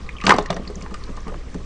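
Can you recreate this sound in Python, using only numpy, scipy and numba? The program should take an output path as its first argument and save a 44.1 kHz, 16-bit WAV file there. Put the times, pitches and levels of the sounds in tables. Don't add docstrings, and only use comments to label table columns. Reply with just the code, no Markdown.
import sys
import numpy as np
from scipy import signal
from scipy.fft import rfft, irfft
from scipy.io import wavfile
from scipy.ndimage import uniform_filter1d, minimum_filter1d
from numba import njit

SR = 44100
rng = np.random.default_rng(int(sys.argv[2]) if len(sys.argv) > 2 else 0)


def voltage_ratio(decibels):
    exponent = np.asarray(decibels, float) / 20
    return 10 ** exponent


def log_audio(samples):
    frames = np.atleast_2d(samples).T
    limited = np.clip(frames, -1, 1)
    pcm = np.round(limited * 32767).astype(np.int16)
    wavfile.write(sys.argv[1], SR, pcm)


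N = 72765


def level(x, db):
    return x * voltage_ratio(db) / np.sqrt(np.mean(x ** 2))


def walk(rate):
    hold = int(SR / rate)
    steps = np.repeat(rng.standard_normal(N // hold + 1), hold)
    return 1.2 * uniform_filter1d(steps, hold)[:N]


@njit
def svf(x, hz, width):
    y, b, l = np.empty(len(x)), 0., 0.
    for i in range(len(x)):
        g, k = np.tan(np.pi * hz[i] / SR), width / hz[i]
        v = (b + g * (x[i] - l)) / (1 + g * (g + k))
        b, l, y[i] = 2 * v - b, l + 2 * g * v, k * v
    return y


def band(x, hz, width):
    return svf(x, np.full(len(x), 1. * hz), 1. * width)


@njit
def rings(at, hz, t60, size, rise, n):
    y = np.zeros(n)
    for k in range(len(at)):
        turn = np.exp(2j * np.pi * hz[k] / SR - np.log(1000) / (t60[k] * SR))
        z = size[k] + 0j
        fade, e = np.exp(-1 / (rise * SR)), 1.
        for i in range(int(at[k] * SR), min(n, int((at[k] + t60[k]) * SR))):
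            z, e = z * turn, e * fade
            y[i] += z.imag * (1 - e)
    return y


def strike(at, db, modes, scatter_db, detune, rise):
    hz, mode_db, t60 = np.array(modes, float).T
    c = rng.standard_normal((len(at), 2, len(hz)))
    size = voltage_ratio(db[:, None] + mode_db + scatter_db * c[:, 0])
    pitch = hz * (1 + detune * c[:, 1])
    return rings(np.repeat(at, len(hz)), pitch.ravel(), np.tile(t60, len(at)), size.ravel(), rise, N)


def cluster(at, db, hz, octaves, t60, rise, count):
    c = rng.standard_normal((len(at), 3, count))
    c[:, 0, 0] = 0
    f = np.clip(hz[:, None] * 2 ** (octaves * c[:, 0]), 300, 9900)
    start = at[:, None] + .001 * np.abs(c[:, 1])
    size = voltage_ratio(db[:, None] + 2 * c[:, 2]) / np.sqrt(count)
    return rings(start.ravel(), f.ravel(), np.repeat(t60, count), size.ravel(), rise, N)


def bursts(at, db, hz, octaves, t60, rise, skirt_db):
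    hz, octaves, t60 = (np.broadcast_to(v, at.shape)[:, None] for v in (hz, octaves, t60))
    n = 4096
    f, u = np.fft.rfftfreq(n, 1 / SR) + 1, np.arange(n) / SR
    off = np.log2(f / hz)
    shape = np.exp(-.5 * (off / octaves) ** 2) + voltage_ratio(skirt_db) * (off > -1)
    x = irfft(rfft(rng.standard_normal((len(at), n))) * shape, n)
    decay = voltage_ratio(db[:, None] - 60 * u / t60)
    x = x / x.std(axis=1)[:, None] * decay * (1 - np.exp(-u / rise)) / 2
    out = np.zeros(N + n)
    np.add.at(out, (at * SR).astype(int)[:, None] + np.arange(n), x)
    return out[:N]


# [t/s, peak level/dB, f/Hz, ring t60/s]
CLACKS = [(0.091, -26.5, 1780, 0.021), (0.216, -28, 1183, 0.085), (0.239, -20, 1135, 0.06),
          (0.269, -9, 1210, 0.048), (0.2935, -1, 1554, 0.021), (0.3045, 0, 1608, 0.04),
          (0.31, -8.5, 1460, 0.0074), (0.319, -2, 1150, 0.025), (0.343, -25, 1270, 0.031),
          (0.386, -9.5, 888, 0.035), (0.458, -23, 1970, 0.018), (0.505, -16.5, 938, 0.029),
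          (0.527, -27, 990, 0.03), (0.568, -37, 915, 0.014), (0.672, -40, 2000, 0.059),
          (0.701, -31, 1100, 0.025), (0.81, -38, 1100, 0.075), (0.862, -25.5, 965, 0.033),
          (0.91, -35, 1073, 0.075), (0.942, -29, 1380, 0.056), (1.079, -33, 1220, 0.034),
          (1.093, -33.5, 1070, 0.062), (1.174, -27.5, 840, 0.031), (1.269, -31, 904, 0.062),
          (1.281, -36.5, 948, 0.15), (1.294, -35, 1230, 0.053), (1.342, -31.5, 1190, 0.032),
          (1.544, -25.5, 810, 0.025)]


def clacks():
    at, db, hz, t60 = np.array(CLACKS).T
    ring = cluster(at, db - 6, hz, 0.189, t60, 0.00028, count=5)
    return ring + bursts(at, db - 4, hz, 0.9, 0.82 * t60, 0.00015, -40)


# [t/s, peak level/dB, f/Hz, spread/octaves]
TICKS = [(0.212, -27, 3480, 0.52), (0.2381, -20.5, 2720, 0.8), (0.2512, -24.5, 6030, 0.8),
         (0.2662, -3.5, 3000, 0.5), (0.2926, -6, 2590, 1), (0.3053, -14, 2970, 0.6),
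         (0.3177, -18, 4500, 0.5), (0.339, -19.5, 4240, 0.19), (0.3632, -24, 5050, 0.64),
         (0.384, -15, 3520, 0.64), (0.424, -33, 5840, 0.49), (0.4587, -25, 4630, 0.35),
         (0.5033, -15.5, 3490, 0.59), (0.5274, -25.5, 2400, 0.38), (0.5647, -26.5, 2970, 0.77),
         (0.8083, -35.5, 5300, 0.64), (0.8226, -29.5, 4800, 0.67), (0.9083, -42, 4320, 0.77),
         (0.9408, -25, 2900, 1.1), (1.0373, -34, 4000, 0.65), (1.167, -31.5, 4970, 0.42),
         (1.28, -32, 2870, 1), (1.5428, -33.5, 4500, 0.64)]
# [f/Hz, level/dB, t60/s]
GLASS_MODES = [(2884, -8, 0.075), (3930, -21.5, 0.066), (4637, -6, 0.039), (5880, 0, 0.019), ]


def cracks():
    at, db, hz, octaves = np.array(TICKS).T
    ticks = bursts(at, db, hz, octaves, t60=0.023, rise=0.00058, skirt_db=-29)
    spray = bursts(at, db - 14.5, 5160, 0.48, t60=0.056, rise=.002, skirt_db=-29)
    glass = strike(at, db - 12.5, GLASS_MODES, scatter_db=0.93, detune=0.011, rise=0.00052)
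    return ticks + spray + glass


# [t/s, peak level/dB, f/Hz, t60/s]
PLINKS = [(0.064, -40, 4170, 0.014), (0.0903, -27, 2250, 0.032), (0.109, -41, 3400, 0.011),
          (0.128, -46, 3200, 0.025), (0.166, -35, 3150, 0.037), (0.1842, -28.5, 2550, 0.016),
          (0.203, -28.5, 2260, 0.024), (0.2133, -23, 2480, 0.018), (0.41, -29.5, 3740, 0.015),
          (0.488, -41, 3930, 0.011), (0.496, -30.5, 2200, 0.017), (0.543, -33, 5800, 0.02),
          (0.568, -29.5, 1720, .026), (0.6357, -42, 4480, 0.011), (0.652, -34, 2650, 0.011),
          (0.6759, -26.5, 4520, 0.023), (0.685, -43, 4870, 0.039), (0.7556, -29, 6160, 0.013),
          (0.8145, -35, 2400, 0.011), (1.038, -33, 4240, 0.017), (1.203, -34, 5700, 0.015),
          (1.3736, -47, 2970, 0.025), (1.484, -39.5, 2400, 0.019)]


def plinks():
    at, db, hz, t60 = np.array(PLINKS).T
    return bursts(at, db + 4.5, hz, 0.12, t60, 0.00036, -35)


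# [t/s, peak level/dB, f/Hz, t60/s]
BUMPS = [(0.072, -55, 1130, 0.068), (0.0905, -28, 1240, 0.026), (0.166, -38, 1150, 0.045),
         (0.2655, -20, 700, .06), (0.281, -6.5, 850, 0.018), (0.2945, -3.5, 920, 0.046),
         (0.304, -1, 996, 0.091), (0.313, -14.5, 820, 0.037), (0.341, -12, 784, 0.031),
         (0.3855, -13.5, 622, 0.062), (0.566, -20.5, 700, 0.05), (0.504, -6, 696, 0.028),
         (0.7, -24.5, 448, 0.078), (0.9105, -34, 830, .04), (1.5445, -31, 550, 0.029)]


def bumps():
    at, db, hz, t60 = np.array(BUMPS).T
    return bursts(at, db, hz, 0.21, t60, 0.00021, -39.5)


# [t/s, peak level/dB, knock level/dB, knock f/Hz]
THUDS = [(0.241, -14.5, -12.5, 256), (0.267, -12, -1.5, 240.3), (0.278, -10.5, -3, 361.3),
         (0.292, -13, 2.5, 399.3), (0.318, -20.5, 5, 456), (0.339, -16.5, 3, 240.7),
         (0.384, -17.5, 4.5, 418.8), (0.5, -25.5, 4, 496), (0.502, -12, -7.5, 659),
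         (0.527, -26.5, -1.5, 639.5), (0.564, -22.5, -4, 561), (0.597, -25.5, -3, 255),
         (0.672, -27, -3, 225.4), (0.7, -38.5, 4, 412), (0.763, -22.5, -9, 259), (0.828, -25, -9.5, 255),
         (0.912, -23, -10, 432), (1.092, -24, -9, 262), (1.174, -32.5, -5.5, 473),
         (1.267, -26.5, -2.5, 239), (1.279, -23, -8, 443), (1.294, -30, -6, 220), (1.321, -33.5, 2, 469),
         (1.343, -29.5, -2.5, 332), (1.547, -20, -5.5, 250)]
# [f/Hz, level/dB, t60/s]
TABLE_MODES = [(186.2, 2, 0.11), (89, -14, 0.054)]


def table():
    at, db, knock_db, hz = np.array(THUDS).T
    thud = strike(at, db - 3.0, TABLE_MODES, scatter_db=0, detune=0.045, rise=0.0032)
    knock = rings(at, hz, np.full(len(at), 0.18), voltage_ratio(db + knock_db - 5.5), 0.00022, N)
    body = bursts(at, db - 10, 400, 0.52, t60=0.3, rise=0.0075, skirt_db=-50.5)
    rattle = bursts(at, db + knock_db + 1.5, 0.93 * hz, 1.02, t60=0.076, rise=0.00015, skirt_db=-45.5)
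    return thud + knock + body + rattle


# [t/s, level/dB]
POUR = [
    (0, -42.5),
    (.2, -64),
    (.25, -31),
    (.31, -16),
    (.35, -47.5),
    (.45, -60),
    (.49, -46),
    (.52, -50),
    (.62, -47.5),
    (1.65, -48),
]
TOP_HZ = 9800


def fizz(t):
    pops_per_s, centre_hz, spread_oct, cycles = 1500, 3042, 0.92, 19
    scatter_db, biggest_db = 6.5, 8.5
    start, luck = rng.random((int(pops_per_s * t[-1]), 2)).T
    hz = centre_hz * 2 ** (spread_oct * rng.standard_normal(len(start)))
    size = voltage_ratio(np.minimum(-scatter_db * np.log(luck), biggest_db)) * (hz < TOP_HZ)
    pops = rings(start * t[-1], hz, 3 * cycles / hz, size, 0.000067, N)
    return level(pops, -7.5) * voltage_ratio(np.interp(t, *np.array(POUR).T))


# [t/s, f/Hz]
COLUMN = [
    (0, 1183),
    (1.0, 1160),
    (1.65, 1130),
]
COLUMN_WIDTH_HZ, SECOND_RATIO = 150, 1.59


def air_column(drink, hz):
    first = voltage_ratio(-9) * svf(drink, hz, 1. 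* COLUMN_WIDTH_HZ)
    second = voltage_ratio(-12) * svf(drink, hz * SECOND_RATIO, 2. * COLUMN_WIDTH_HZ)
    return 3.2 * (first + second)


# [t/s, level/dB]
STREAM = [(0, -3.5), (.2, -3), (.26, 8.5), (.36, 9), (.42, -2), (.6, -4.5), (.8, -3), (1.0, -4), (1.2, -8),
          (1.35, -10.5), (1.45, -25), (1.65, -17)]


def trickle(t, hz):
    puffs_db = 4.5 * walk(67.46) + np.interp(t, *np.array(STREAM).T)
    noise = rng.standard_normal(N) * voltage_ratio(puffs_db)
    width = 1.35 * COLUMN_WIDTH_HZ

    def narrow(ratio):
        return svf(svf(noise, hz * ratio, width), hz * ratio, width)

    return level(narrow(0.95) + voltage_ratio(-13) * narrow(SECOND_RATIO), -47)


def room(near, t):
    t60_s, dull_hz, n = 0.32, 4120, N // 2
    dulled = signal.lfilter([1], [1, -np.exp(-2 * np.pi * dull_hz / SR)], rng.standard_normal(n))
    tail = level(dulled * voltage_ratio(-60 * t[:n] / t60_s), 0) / np.sqrt(n)
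    return voltage_ratio(-17) * signal.fftconvolve(near, tail)[:N]


# [f/Hz, level/dB per Hz]
FLOOR = [(53, -36), (90, 2), (322, -7.5), (477, -7), (720, -29), (1150, -24), (1580, -33), (5750, -25.5),
         (9770, -40.5), (12700, -68), (21500, -120)]


def floor():
    flicker_db = 2
    hz, db = np.array(FLOOR).T
    f = np.fft.rfftfreq(N, 1 / SR) + 1
    spec = rfft(rng.standard_normal(N)) * voltage_ratio(np.interp(np.log(f), np.log(hz), db))
    edges = [0, 500, 1000, 2000, 4000, 6000, 8000, SR]
    total = np.zeros(N)
    for lo, hi in zip(edges, edges[1:]):
        total += irfft(spec * (f > lo) * (f <= hi), N) * voltage_ratio(flicker_db * walk(45))
    return level(total, -44.5)


def building(t):
    hum_hz, rumble_hz, rumble_width_hz = 59.1, 23, 9.6
    hum = voltage_ratio(-39) * np.sin(2 * np.pi * hum_hz * t) + voltage_ratio(-55.5) * np.sin(4 * np.pi * hum_hz * t)
    rumble = band(rng.standard_normal(N), rumble_hz, rumble_width_hz)
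    rumble = band(rumble, rumble_hz, rumble_width_hz)
    drift = band(rng.standard_normal(N), 5.1, 16.6)
    return level(rumble, -35) + level(drift, -37) + np.sqrt(2) * hum


def scene():
    t = np.arange(N) / SR
    drink = clacks() + cracks() + plinks() + fizz(t)
    hz = np.interp(t, *np.array(COLUMN).T)
    near = drink + air_column(drink, hz) + bumps() + table() + trickle(t, hz)
    mid = near + room(near, t) + floor() + building(t)
    return np.array([mid, mid])


def thin_treble(x):
    mask_db, mask_db_per_khz, scatter_db, hole_db = -38.5, 9.5, 9.5, -22
    ahead_share, ahead_db = 3, 16
    side_db, side_db_per_khz, side_gaps = -22, 2, .48
    f, _, z = signal.stft(x[0], SR, nperseg=512)
    power = np.abs(z) ** 2
    total = power[f > 300].sum(axis=0)
    loud = 10 * np.log10(-minimum_filter1d(-total, size=5, origin=-1) + 1e-12)
    now = 10 * np.log10(total + 1e-12)
    ahead = np.clip(np.append(loud[2:], loud[-2:]) - now - ahead_db, 0, 8)
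    for lo in range(5000, 10000, 700):
        rows = (f >= lo) & (f < lo + 700)
        weak = 10 * np.log10(power[rows].sum(axis=0) + 1e-12)
        weak = weak + scatter_db * rng.standard_normal(len(loud))
        edge = loud + ahead_share * ahead + mask_db + mask_db_per_khz * (lo - 9000) / 1000
        z[rows] *= voltage_ratio(hole_db / (1 + np.exp(np.clip(weak - edge, -30, 30))))
    patches = np.kron(rng.random((65, len(loud) // 6 + 1)) > side_gaps, np.ones((4, 6)))
    patches = patches[:len(f), :len(loud)]
    phase = np.exp(2j * np.pi * rng.random(z.shape))
    side = np.abs(z) * phase * patches * voltage_ratio(side_db + side_db_per_khz * f[:, None] / 1000)
    return signal.istft(np.array([z + side, z - side]), SR, nperseg=512)[1][:, :N]


def band_limit(x):
    return signal.sosfilt(signal.butter(12, 9920, fs=SR, output="sos"), x)


def record(dry):
    gain_db, offset = 0.5, -0.0035
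    top_cut = signal.ellip(10, .3, 60, TOP_HZ, fs=SR, output="sos")
    x = signal.sosfilt(top_cut, thin_treble(dry) * voltage_ratio(gain_db))
    mix = np.clip(x + offset, -1, 1)
    return band_limit(mix)


dry = scene()
out = record(dry)
log_audio(out)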